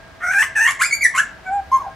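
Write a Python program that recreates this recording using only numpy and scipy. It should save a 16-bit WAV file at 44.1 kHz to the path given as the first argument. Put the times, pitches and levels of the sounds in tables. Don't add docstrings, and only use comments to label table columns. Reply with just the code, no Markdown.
import sys
import numpy as np
from scipy import signal
from scipy.fft import rfft, irfft, next_fast_len
from scipy.io import wavfile
from scipy.ndimage import uniform_filter1d, minimum_filter1d, map_coordinates

SR = 44100
rng = np.random.default_rng(int(sys.argv[2]) if len(sys.argv) > 2 else 0)


def unload_audio(sound):
    columns = np.transpose(np.atleast_2d(sound))
    steps = np.round(np.clip(columns, -1, 1) * 32767)
    wavfile.write(sys.argv[1], SR, steps.astype(np.int16))


N = 85995
TIME = np.arange(N) / SR


# (time [s], pitch [Hz], body level [dB], treble level [dB], roughness [1 = full])
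RASP_PATHS = [
    [(.207, 621.8, -37.5, -66, 1.22), (.237, 713, -21.5, -46.5, 0.49), (.27, 709.8, -22.5, -41.5, 0.36),
     (.314, 766, -16.5, -40, 0.23), (.324, 879.4, -26, -36.5, 1.06), (.341, 826.3, -14.5, -33.5, 0.86),
     (.353, 790, -16.5, -34.5, 0.01), (.384, 807, -13.5, -35, 0.25), (.392, 852, -15, -30, 0.41),
     (.423, 912.7, -13.5, -27, 0.39), (.43, 1103, -18.5, -34.5, 0.51), (.44, 956, -25.5, -31, 1.1)],
    [(.556, 903, -23, -46, 0.52), (.568, 891.6, -16, -32.5, 0.39), (.598, 826.3, -16, -32.5, 0.39),
     (.614, 905, -12.5, -33, 0.22), (.645, 882.7, -16.5, -28, 0.27), (.654, 948, -13.5, -34.5, 0.24),
     (.668, 955, -12.5, -30, 0.32)],
]
# (frequency [Hz], gain [dB])
RASP_THROAT_SHAPE = [(400, -57), (680, -10.5), (900, -23.5), (1100, -8.5), (1400, 2), (1750, 2.5),
                     (2200, -8.5), (2600, -12), (3400, -18.5), (4000, -40.5)]
RASP_BEAK_SHAPE = [(2700, -21), (3500, -8), (4800, -11.5), (6100, 4), (7000, -5.5), (7900, 1.5),
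                   (11000, -8.5), (13000, -10), (15500, -22)]

def rasps():
    return sum(call(path, RASP_THROAT_SHAPE, RASP_BEAK_SHAPE, hiss=5) for path in RASP_PATHS)


# (time [s], pitch [Hz], body level [dB], treble level [dB], roughness [1 = full])
FLICK_PATH = [(.676, 1036, -16, -27.5, 0.45), (.693, 1153, -18.5, -30, 0.42), (.714, 958, -27.5, -30, 0.79)]
WHIP_PATHS = [
    [(.794, 1077, -31, -43, 0.22), (.808, 1039, -20.5, -35, 0.55), (.819, 1515, -11, -21, 0.48),
     (.828, 1697, -17.5, -20, 0.5), (.846, 1660, -32, -40, 0.35)],
    [(1.142, 1101, -27.5, -46.5, 0.44), (1.16, 1080, -21.5, -33, 0.72), (1.172, 1230, -26, -26, 0.81),
     (1.181, 1443, -13, -25.5, 0.57), (1.197, 1599, -9, -28.5, 0.65), (1.203, 1712, -10.5, -36, 0.45)],
]
# (frequency [Hz], gain [dB])
HIGH_THROAT_SHAPE = [(600, -46), (1050, -5.5), (1800, -0.5), (2350, -7), (2900, -15.5), (3400, -30.5),
                     (5000, -71)]
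WHIP_BEAK_SHAPE = [(2900, -39), (3600, -3), (5500, -8.5), (7400, 5.5), (8800, -7), (10500, -2),
                   (15500, -30)]

def whips(hiss=2.2):
    flick = call(FLICK_PATH, RASP_THROAT_SHAPE, WHIP_BEAK_SHAPE, hiss)
    return flick + sum(call(path, HIGH_THROAT_SHAPE, WHIP_BEAK_SHAPE, hiss) for path in WHIP_PATHS)


# (time [s], pitch [Hz], body level [dB], treble level [dB], roughness [1 = full])
WHISTLE_PATHS = [
    [(.837, 2122, -18, -25, 0.43), (.847, 2295, -17.5, -23.5, 0.43), (.856, 2434, -26.5, -20.5, 0.15),
     (.876, 2426, -27.5, -27.5, 0.15)],
    [(.912, 2242, -19, -32, 0.12), (.92, 2200, -27, -38, 0.17), (.929, 2235, -11, -26.5, 0.11),
     (.942, 2317, -22.5, -22, 0.086), (.958, 2345, -32, -29.5, 0.071), (.966, 2270, -41, -42, .12)],
    [(1.012, 2195, -19, -37, 0.17), (1.024, 2394, -22, -24, 0.17), (1.032, 2164, -11, -33, 0.19),
     (1.042, 1981, -24.5, -20.5, 0.1), (1.054, 1900, -5.5, -24, 0.24), (1.068, 1778, -13.5, -29.5, 0.13)],
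]
# (frequency [Hz], gain [dB])
WHISTLE_BEAK_SHAPE = [(3000, -31), (3800, -6.5), (4700, 3), (5600, -2.5), (7300, 2), (11400, -8),
                      (15000, -24)]

def whistles():
    return sum(call(path, HIGH_THROAT_SHAPE, WHISTLE_BEAK_SHAPE, hiss=4) for path in WHISTLE_PATHS)


# (time [s], pitch [Hz], body level [dB], treble level [dB], roughness [1 = full])
REEDY_PATH = [(1.452, 735, -49, -66, .09), (1.468, 761.4, -30.5, -59, .1), (1.493, 748.6, -32.5, -60, .12)]
HOOT_PATH = [(1.446, 753, -46.5, -73, 0.072), (1.494, 746.4, -25, -71, 0.14),
             (1.536, 798.4, -18.5, -51, 0.028), (1.566, 813.4, -19, -54.5, 0.031),
             (1.6, 783, -21, -66, 0.078), (1.611, 772, -31, -74, 0.13)]
PIPE_PATH = [(1.719, 1021, -23, -44, .35), (1.728, 1059, -11.5, -43.5, 0.14),
             (1.75, 1072, -9.5, -39, 0.035), (1.757, 1064, -11.5, -45, 0.037),
             (1.774, 1051, -13.5, -40, 0.081), (1.785, 1076, -21, -62.5, 0.16),
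             (1.806, 1150, -25, -58, 0.46), (1.84, 990, -35.5, -61.5, 0.62), (1.878, 783, -25.5, -65, 0.56),
             (1.895, 762, -34, -79, 0.87)]
# (frequency [Hz], gain [dB])
REEDY_THROAT_SHAPE = [(750, -37), (1500, 3), (2300, -2.5), (3400, -42)]
SHUT_THROAT_SHAPE = [(400, -4), (750, 7.5), (1100, .5), (1550, -13), (2100, -30.5), (2400, -27),
                     (3200, -40.5), (6000, -81)]
HOOT_BEAK_SHAPE = [(6000, -20), (7300, 7), (8000, -6), (9000, -19)]
PIPE_BEAK_SHAPE = [(2800, -45), (4300, -5), (5400, 0), (6400, 9), (8000, -9.5), (9600, -3.5), (14000, -6),
                   (15500, -11)]

def hoot_and_pipe():
    reedy_start = call(REEDY_PATH, REEDY_THROAT_SHAPE, HOOT_BEAK_SHAPE)
    hoot = call(HOOT_PATH, SHUT_THROAT_SHAPE, HOOT_BEAK_SHAPE)
    pipe = call(PIPE_PATH, SHUT_THROAT_SHAPE, PIPE_BEAK_SHAPE)
    return reedy_start, hoot + pipe


def syrinx(hz, rough, count=20):
    jitter = 0.0656 * wobble(704.2, len(hz))
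    waver = 0.0487 * wobble(219.7, len(hz))
    pitch = hz * (1 + rough * (jitter + waver))
    harmonic = np.arange(1, count + 1)[:, None]
    phase = 2 * np.pi * (harmonic * np.cumsum(pitch) / SR + rng.random(harmonic.shape))
    return np.sqrt(2) * np.sin(phase) * (harmonic * pitch < SR / 2)


ATTACK_S, RELEASE_S = .005, .011
FLUTTER_DB, FLICKER_DB = 4, 4.5
BREATH = 0.57

def call(path, throat, beak, hiss=BREATH):
    times, *columns = np.transpose(path)
    fade_in = np.clip((TIME - times[0]) / ATTACK_S + 1, 0, 1)
    fade_out = np.clip((times[-1] - TIME) / RELEASE_S + 1, 0, 1)
    fade = fade_in * fade_out
    on = fade > 0
    hz, body_db, treble_db, rough = [np.interp(TIME[on], times, column) for column in columns]
    rough = np.clip(rough, 0, 1)
    harmonics = (syrinx(hz, rough) + rough * syrinx(hz * .925, rough)) / np.hypot(1, rough)
    loudness = fade[on] * amp(FLUTTER_DB * rough * wobble(210.5, len(hz)))
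    flicker = amp(FLICKER_DB * np.array([wobble(29.4, len(hz)) for _ in harmonics]))
    flickering = harmonics * flicker / np.sqrt(np.mean(flicker ** 2, axis=0))

    def layer(tones, shape, level_db, breath):
        air_share = breath * rough ** 2
        air = air_share * rng.standard_normal(len(hz)) * np.sqrt(SR / 2 / hz)
        tone_hz = np.arange(1, len(tones) + 1)[:, None] * hz
        boost = np.linalg.norm(amp(curve_at(shape, tone_hz)), axis=0) * np.hypot(1, air_share)
        buzz = np.zeros(N)
        buzz[on] = (tones.sum(0) + air) * loudness * amp(level_db) / boost
        return shaped(buzz, shape)

    body = layer(harmonics[:3], throat, body_db, BREATH)
    treble = layer(flickering, beak, treble_db, hiss)
    return np.array([body, treble])


# (frequency [Hz], phase lead [rad])
LEFT_LEAD = [(4000, 0.21), (7000, 0.56), (14000, 2.12)]

def direct_sound(voice):
    sides = np.array([[.5], [-.5]])
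    return filtered(voice, lambda hz: np.exp(1j * sides * curve_at(LEFT_LEAD, hz)))


# (delay [s], level [dB])
NEAR_BOUNCES = [(.0112, -9), (.0205, -14.5)]

def wall_echo(voice):
    lag_s = 0.000092 * np.array([[.5], [-.5]])
    return sum(amp(db) * delayed(voice, delay_s + (-1) ** k * lag_s)
               for k, (delay_s, db) in enumerate(NEAR_BOUNCES))


# (frequency [Hz], time to fade by 60 dB [s])
YARD_FADE = [(800, 0.32), (1700, 0.42), (8000, 0.23), (15000, 0.1)]

def yard_echo(voice):
    hz, t, spectrum = signal.stft(rng.standard_normal((2, SR * 3 // 4)), SR, nperseg=256)
    fade = amp(-60 * t / curve_at(YARD_FADE, hz)[:, None])
    tail = signal.istft(spectrum * fade, SR, nperseg=256)[1]
    tail = tail + 0.45 * tail[::-1]
    tail = unit_level(tail) / np.sqrt(tail.shape[1])
    echo = signal.fftconvolve(voice[None], tail, axes=1)[:, :N]
    return delayed(echo, seconds=.007)


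# (frequency [Hz], gain [dB])
AIR_SHAPE = [(20, -30), (35, 2), (130, -0.5), (450, -8), (750, -4), (1150, -7.5), (1700, -8), (2600, -15),
             (5000, -21.5), (15500, -41.5)]
# (frequency [Hz], likeness [0-1])
AIR_LIKENESS = [(110, 0.72), (250, 0.63), (8000, 0.25)]

def outdoor_air():
    def spread(hz):
        return np.arccos(curve_at(AIR_LIKENESS, hz)) / 2

    middle = filtered(noise(AIR_SHAPE), lambda hz: np.cos(spread(hz)))
    side = filtered(noise(AIR_SHAPE), lambda hz: np.sin(spread(hz)))
    return amp(-43.5) * unit_level(np.array([middle + side, middle - side]))


# (pitch [Hz], level [dB])
HUM_TONES = [(651, -52.5), (1620, -50)]

def distant_hums(waver_hz=28):
    hums = np.zeros(N)
    for hz, db in HUM_TONES:
        phase = 2 * np.pi * hz * TIME
        hums += amp(db) * (wobble(waver_hz) * np.sin(phase) + wobble(waver_hz) * np.cos(phase))
    return hums


# (frequency [Hz], gain [dB])
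RUMBLE_SHAPE = [(40, -24), (66, 14), (100, -6.5), (200, -39)]
# (time [s], level [dB])
RUMBLE_SWELL = [(1.3, -57.5), (1.549, -48), (1.95, -52)]

def rumble():
    return noise(RUMBLE_SHAPE) * amp(np.interp(TIME, *np.transpose(RUMBLE_SWELL)))


def amp(db):
    return 10 ** (np.asarray(db) / 20)


def unit_level(sound):
    return sound / np.sqrt(np.mean(sound ** 2) + 1e-20)


def curve_at(points, hz):
    frequencies, values = np.transpose(points)
    return np.interp(np.log(hz + 1), np.log(frequencies + 1), values)


def wobble(rate_hz, size=N):
    return map_coordinates(rng.standard_normal(N // 8), [np.arange(size) * rate_hz / SR], mode="wrap")


def filtered(sound, response):
    size = next_fast_len(N + SR // 2)
    return irfft(rfft(sound, size) * response(np.fft.rfftfreq(size, 1 / SR)), size)[..., :N]


def shaped(sound, shape):
    return filtered(sound, lambda hz: amp(curve_at(shape, hz)))


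def delayed(sound, seconds):
    return filtered(sound, lambda hz: np.exp(-2j * np.pi * hz * seconds))


def noise(shape):
    return unit_level(shaped(rng.standard_normal(N), shape))


def scene():
    open_calls = rasps() + whips() + whistles()
    reedy_start, (shut_body, shut_treble) = hoot_and_pipe()
    open_body, open_treble = open_calls + reedy_start
    treble = open_treble + shut_treble
    voice = open_body + shut_body + treble
    wall = wall_echo(open_body + treble)
    far_bounce = amp(-18.5) * delayed(voice, seconds=.04)
    yard = yard_echo(amp(-12) * open_body + amp(-7.5) * treble + amp(-17.5) * shut_body)
    return direct_sound(voice) + wall + far_bounce + yard + outdoor_air() + distant_hums() + rumble()


def record(dry):
    ceiling, top_hz = .88, 15800
    window = int(.004 * SR)
    needed_gain = ceiling / np.maximum(np.abs(dry).max(0), ceiling)
    gain = uniform_filter1d(minimum_filter1d(needed_gain, 2 * window), window)
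    return filtered(dry * gain, lambda hz: hz < top_hz)


dry = scene()
out = record(dry)
unload_audio(out)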